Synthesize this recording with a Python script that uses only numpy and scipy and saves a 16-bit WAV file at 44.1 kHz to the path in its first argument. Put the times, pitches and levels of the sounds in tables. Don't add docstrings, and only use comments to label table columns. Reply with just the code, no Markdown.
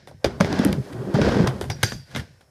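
import sys
import numpy as np
from scipy import signal
from scipy.fft import rfft, irfft
from scipy.io import wavfile
from scipy.ndimage import uniform_filter1d

SR = 44100
rng = np.random.default_rng(int(sys.argv[2]) if len(sys.argv) > 2 else 0)


def to_wav(s):
    ch = np.atleast_2d(s).T
    pcm = np.round(np.clip(ch, -1, 1) * 32767)
    wavfile.write(sys.argv[1], SR, pcm.astype(np.int16))


N = 110250

# frequency in Hz, relative density in dB.
YARD_SPECTRUM = [(15, -21.5), (25, 10.5), (104, 8), (368, -38), (2120, -29), (2770, -43.5), (4500, -43),
                 (5430, -13), (6050, -35), (15500, -45)]
BEARING_SPECTRUM = [(6000, -1), (7000, -2), (11000, -3), (15500, -13.5)]
RATTLE_SPECTRUM = [(300, -24), (500, 7.5), (750, 0.5), (1000, -1.5), (1300, -5), (2000, -17), (2600, -22),
                   (3400, -56)]
RASP_SPECTRUM = [(1410, 8), (2400, 0.5), (2760, -1.5), (3190, -3), (5100, 0), (7500, -15.5), (9750, -23),
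                 (16500, -120)]
# time in seconds, level in dB.
BEARING_LEVELS = [(0, -83), (.42, -65), (.7, -60.5), (1.13, -62.5), (1.3, -57), (1.55, -61.5), (1.8, -64.5),
                  (1.9, -48.5), (2.05, -71), (2.18, -62), (2.3, -74.5)]
# time in seconds, then boom, hollow rumble, rattle and rasp levels in dB.
ROLL_LEVELS = [(0, -61, -60, -59.5, -59.5), (.14, -42.5, -56.5, -90, -66.5), (0.228, -56, -93, -55.5, -71),
               (.3, -36, -41, -41.5, -47.5), (0.393, -35, -36, -48.5, -59.5), (.42, -22, -26, -36.5, -42),
               (.57, -40, -23, -31.5, -38.5), (.63, -51, -26, -29, -37), (0.688, -23.5, -25.5, -31, -42),
               (0.798, -34, -34, -52, -55), (.86, -53, -39, -48.5, -52), (.92, -29.5, -41, -43.5, -56.5),
               (1.1, -45, -27.5, -41, -54.5), (1.135, -58, -62, -37.5, -52), (1.148, -34, -24, -28, -37),
               (1.2, -42, -15, -30.5, -40.5), (1.248, -19.5, -20, -23.5, -33.5),
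               (1.441, -19.5, -18.5, -29.5, -40), (1.497, -39, -36, -30, -58),
               (1.528, -34.5, -31, -38, -50.5), (1.68, -27, -42.5, -56, -55.5),
               (1.799, -38, -55, -53.5, -53), (1.88, -37.5, -62, -46.5, -36), (1.968, -29, -73, -58, -54.5),
               (2.051, -57, -72, -70, -61), (2.12, -45, -49, -52, -52.5), (2.177, -24, -49, -43.5, -49),
               (2.3, -48, -72, -67.5, -60.5), (2.5, -73, -63.5, -68, -74)]
# time in seconds, pitch in Hz, level in dB.
LOW_HUM = [(.6, 208, -80), (.68, 185, -19), (.75, 159, -27), (.81, 108, -30), (0.851, 114, -63),
           (.92, 122, -33.5), (1.0, 127, -26.5), (1.07, 130, -34), (1.12, 140, -58), (1.14, 140, -80)]
HIGH_HUM = [(.82, 246, -87), (.9, 242, -34.5), (.96, 348, -36.5), (1.04, 360, -33.5), (1.12, 338, -40),
            (1.201, 398, -21.5), (1.298, 492, -28), (1.51, 404, -28.5), (1.58, 380, -42), (1.66, 387, -98)]
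# frequency in Hz, level in dB,
# T60 in seconds.
RAMP_MODES = [(73, -5, 0.13), (93, -5, 0.21), (119.2, -5, 0.13), (136.5, 2, 0.086), (198.8, 2.5, 0.16),
              (237.2, 9, 0.052), (289.2, 0.5, 0.084), (350.6, 0, 0.15), (399.4, -2, 0.15), (480, -4, 0.059),
              (582, -34, 0.21)]
REAR_AXLE_MODES = [(2200, 4, .05), (4747, 0, .14), (4899, -5, .19), (5057, -8, .15), (5376, -7, .15),
                   (5648, 0, .17), (5924, -5, .14)]
FRONT_AXLE_MODES = [(1600, 4, .09), (2010, 3, .05), (3340, -16, .4), (3740, -13, .25), (4608, -7, .3),
                    (4673, -11, .45), (4788, -6, .5), (4848, -8, .4), (5120, -13, .3), (5480, -15, .4),
                    (5650, -7, .3), (6290, 4, .16), (7122, -11, .25), (8510, -10, .2), (12900, -15, .22)]
# frequency in Hz, width in Hz, gain in dB.
RATTLE_BANDS = [(744, 22, -29.5), (1597, 110, -22), (1878, 28, -25.5), (3195, 360, -21.5)]
BOARD_BANDS = [(549, 470, -12.5), (834, 550, -13.5), (1560, 330, 11.5), (2055, 510, 6), (3500, 1080, 5),
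               (4856, 500, 2), (5670, 1300, -1)]
# start in seconds, level in dB.
REAR_BLOWS = [(1.7, -34.5)]
FRONT_BLOWS = [(1.83, -29), (1.922, -46)]
# start in seconds, level in dB, pitch in Hz, T60 in seconds.
THUMP_HITS = [(0.076, -44, 137, 0.021), (0.244, -1, 552, 0.03), (.2468, -5, 582, 0.022),
              (.262, -5, 72, 0.036), (0.405, -2, 179.4, 0.075), (0.41, -9.5, 555, 0.042),
              (0.443, -8.5, 131, 0.044), (.529, -17.5, 269, 0.18), (0.595, -1.5, 226, 0.041),
              (.652, -3.5, 280, 0.051), (0.661, -4, 206.6, 0.081), (1.143, -4.5, 144, 0.093),
              (1.164, -11.5, 196, 0.074), (1.186, -11, 564, 0.063), (1.213, -1, 163, 0.026),
              (1.275, -8.5, 517, 0.037), (1.401, -0.5, 175, 0.066), (1.475, -12, 131, 0.18),
              (1.612, -15.5, 367, 0.028), (1.698, -15.5, 101, 0.099), (1.834, -8, 108.4, 0.091),
              (1.92, -28.5, 229, 0.094), (2.152, -19, 176, 0.035), (2.164, -23, 238.5, 0.1),
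              (2.193, -26.5, 107, 0.1)]
# start in seconds, level in dB, low and bright shares in dB,
# burst length in seconds, relative tail level in dB.
CRACK_HITS = [(0.0729, -43, 2.5, -7.5, 0.0014, -1), (0.111, -55.5, 13, -10, 0.0026, -5),
              (0.2436, -15.5, -25, -23, 0.00034, -42), (0.246, -17.5, 2.5, -16.5, 0.002, -7),
              (0.402, -28, 5.5, -16, 0.00054, 3), (0.407, -15.5, 1, -19.5, 0.0024, -18),
              (0.4458, -25.5, 5, -15, 0.00033, -6.5), (0.527, -23, 1, -13.5, 0.00065, -16),
              (0.59, -26, -1, -15, 0.0031, -11), (0.649, -23.5, -28, 2, 0.0013, -19),
              (0.7275, -24.5, -6.5, -8, 0.0014, -16), (0.925, -47, -1.5, -10.5, 0.01, -2),
              (1.141, -35.5, 6, -14.5, 0.0062, -22), (1.2148, -24.5, 3, -23, 0.0025, -6),
              (1.4716, -23.5, -0.5, -12.5, 0.0046, -4.5), (1.6114, -29.5, 2.5, -8, 0.0017, -3.5),
              (1.641, -36.5, 6, -5, 0.00071, -6.5), (1.6994, -29, 0.5, -12, 0.0045, -2),
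              (1.8304, -14, -7.5, -8, 0.005, -9.5), (1.918, -35, -0.5, -48, 0.0054, -5.5),
              (2.113, -46.5, -18, -11.5, 0.0019, -3.5), (2.148, -31, -10, -26.5, 0.0027, 1.5),
              (2.1609, -23, -7, -12, 0.00089, -3), (2.195, -37, -10, -14, 0.0034, -1),
              (2.202, -40, -5, -17, 0.0032, -6.5), (2.408, -57.5, 3, -9, 0.0061, -1)]

YARD_DB = -56.5
BUMPS_PER_S, GRIT_PER_S, BUMP_SPREAD_DB, GRIT_SPREAD_DB = 600, 9500, 1.5, 4.5
SURGE_DB, SURGE_HZ, SURGE_WIDTH_HZ = 3.5, 34, 21
PANEL_WIDTH_HZ = 43.6
SMOOTH_DB, ROUGH_DB = -42, -28
WAVER_DEPTH = 0.9
THUMP_RISE_S, THUMP_RAMP_DB = 0.0031, -2.5
CRACK_RISE_S, CRACK_FALL_S, TAIL_RISE_S, TAIL_T60_S = 0.00016, 0.0016, 0.013, 0.11
SNAP_HZ, SNAP_WIDTH_HZ, SNAP_SHARPNESS = 9370, 5500, 13
LOW_CUT_HZ, HIGH_CUT_HZ = 92, 15300


def gain_of(db):
    return 10 ** (np.asarray(db) / 20)


def unit_rms(x):
    return x / np.sqrt(np.mean(x ** 2) + 1e-20)


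def add(mix, start_s, sound):
    part = mix[round(start_s * SR):][:len(sound)]
    part += sound[:len(part)]


def curves(table):
    times_s, *columns = np.transpose(table)
    return [np.interp(np.arange(N) / SR, times_s, column) for column in columns]


def coloured(x, spectrum):
    points_hz, points_db = np.transpose(spectrum)
    hz = np.fft.rfftfreq(len(x), 1 / SR)
    shape_db = np.interp(np.log(hz + 1), np.log(points_hz + 1), points_db, left=-80, right=-80)
    return unit_rms(irfft(rfft(x) * gain_of(shape_db), len(x)))


def resonate(x, hz, width_hz):
    return signal.lfilter(*signal.iirpeak(hz, hz / width_hz, fs=SR), x)


def modal_ring(modes, length_s):
    t = np.arange(round(length_s * SR)) / SR
    return sum(gain_of(db - 60 * t / t60_s) * np.sin(2 * np.pi * hz * t) for hz, db, t60_s in modes)


def grains(per_s, spread_db):
    size = gain_of(spread_db * np.minimum(rng.exponential(1, N), 4))
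    sign = rng.choice([-1., 1.], N)
    return unit_rms(size * sign * (rng.random(N) < per_s / SR))


def yard():
    return gain_of(YARD_DB) * coloured(rng.standard_normal(N), YARD_SPECTRUM)


def bearing_hiss(grit):
    level_db, = curves(BEARING_LEVELS)
    return gain_of(level_db) * coloured(rng.standard_normal(N) + 0.15 * grit, BEARING_SPECTRUM)


def panel_hum(bumps, track):
    hz, db = curves(track)
    pole = np.exp(-np.pi * PANEL_WIDTH_HZ / SR)
    carrier = np.exp(2j * np.pi * np.cumsum(hz) / SR)
    baseband = signal.lfilter([1], [1, -2 * pole, pole * pole], bumps / carrier)
    return gain_of(db) * unit_rms((carrier * baseband).real)


def ramp_rumble(drive, modes):
    ring = modal_ring(modes, length_s=0.4)
    return signal.oaconvolve(drive, ring / np.linalg.norm(ring))[:N]


def board_rattle(bumps, grit, surge, level_db):
    load = np.interp(level_db, [SMOOTH_DB, ROUGH_DB], [0, 1])
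    rough = load * unit_rms(grit + 0.71 * bumps) * surge
    shake = rough + np.sqrt(1 - load ** 2) * rng.standard_normal(N)
    ring = sum(gain_of(db) * unit_rms(resonate(shake, hz, width_hz)) for hz, width_hz, db in RATTLE_BANDS)
    return gain_of(level_db) * (coloured(shake, RATTLE_SPECTRUM) + ring)


def wheels():
    boom_db, hollow_db, rattle_db, rasp_db = curves(ROLL_LEVELS)
    bumps, grit = grains(BUMPS_PER_S, BUMP_SPREAD_DB), grains(GRIT_PER_S, GRIT_SPREAD_DB)
    flutter = unit_rms(resonate(rng.standard_normal(N), SURGE_HZ, SURGE_WIDTH_HZ))
    surge = unit_rms(gain_of(SURGE_DB * flutter))
    drive = bumps * np.sqrt(surge)
    hiss = bearing_hiss(grit)
    hum = panel_hum(bumps, LOW_HUM) + panel_hum(bumps, HIGH_HUM)
    boom = ramp_rumble(gain_of(boom_db) * drive, RAMP_MODES[:4])
    hollow = ramp_rumble(gain_of(hollow_db) * drive, RAMP_MODES[4:])
    rattle = board_rattle(bumps, grit, surge, rattle_db)
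    rasp = gain_of(rasp_db) * coloured(grit + rng.standard_normal(N), RASP_SPECTRUM)
    return hiss + hum + boom + hollow + rattle + rasp


def axle_clangs():
    out = np.zeros(N)
    for modes, blows in ((REAR_AXLE_MODES, REAR_BLOWS), (FRONT_AXLE_MODES, FRONT_BLOWS)):
        for start_s, db in blows:
            for mode in modes:
                ring = modal_ring([mode], length_s=0.7)
                waver = unit_rms(uniform_filter1d(rng.standard_normal(len(ring)), size=150))
                add(out, start_s, gain_of(db) * ring * (1 + WAVER_DEPTH * waver))
    return out


def ramp_thumps():
    out = np.zeros(N)
    ramp = modal_ring(RAMP_MODES, length_s=0.4)
    ramp *= gain_of(THUMP_RAMP_DB) / abs(ramp).max()
    rise = np.minimum(np.arange(len(ramp)) / SR / THUMP_RISE_S, 1)
    for start_s, db, hz, t60_s in THUMP_HITS:
        panel = modal_ring([(hz, 0, t60_s)], length_s=0.4)
        add(out, start_s, gain_of(db) * rise * (panel + ramp))
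    return out


def board_ring(chatter, bands):
    return sum((-1) ** k * gain_of(db) * resonate(resonate(chatter, hz, 2 * width_hz), hz, width_hz)
               for k, (hz, width_hz, db) in enumerate(bands))


def board_cracks():
    out, t = np.zeros(N), np.arange(round(0.3 * SR)) / SR
    for start_s, db, low_db, bright_db, length_s, tail_db in CRACK_HITS:
        chatter, snap_noise = rng.standard_normal((2, len(t)))
        burst = np.minimum(t / CRACK_RISE_S, 1) * np.exp(-np.maximum(t - length_s, 0) / CRACK_FALL_S)
        tail = np.minimum(t / TAIL_RISE_S, 1) * gain_of(tail_db - 60 * t / TAIL_T60_S)
        low, mid = (board_ring((burst + tail) * chatter, bands) / np.std(board_ring(chatter, bands))
                    for bands in (BOARD_BANDS[:2], BOARD_BANDS[2:]))
        treble = resonate(resonate(snap_noise, SNAP_HZ, SNAP_WIDTH_HZ), SNAP_HZ, SNAP_WIDTH_HZ)
        snap = (burst ** SNAP_SHARPNESS + tail) * unit_rms(treble)
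        add(out, start_s, gain_of(db) * (mid + gain_of(low_db) * low + gain_of(bright_db) * snap))
    return out


def scene():
    return (yard() + wheels() + board_cracks() + ramp_thumps() + axle_clangs())[None]


def record(dry):
    low_cut = signal.butter(2, LOW_CUT_HZ, "high", fs=SR, output="sos")
    rounded = np.tanh(signal.sosfilt(low_cut, dry))
    high_cut = signal.firwin(511, HIGH_CUT_HZ, window=("kaiser", 9), fs=SR)
    return signal.oaconvolve(rounded, high_cut[None], "same")


dry = scene()
out = record(dry)
to_wav(out)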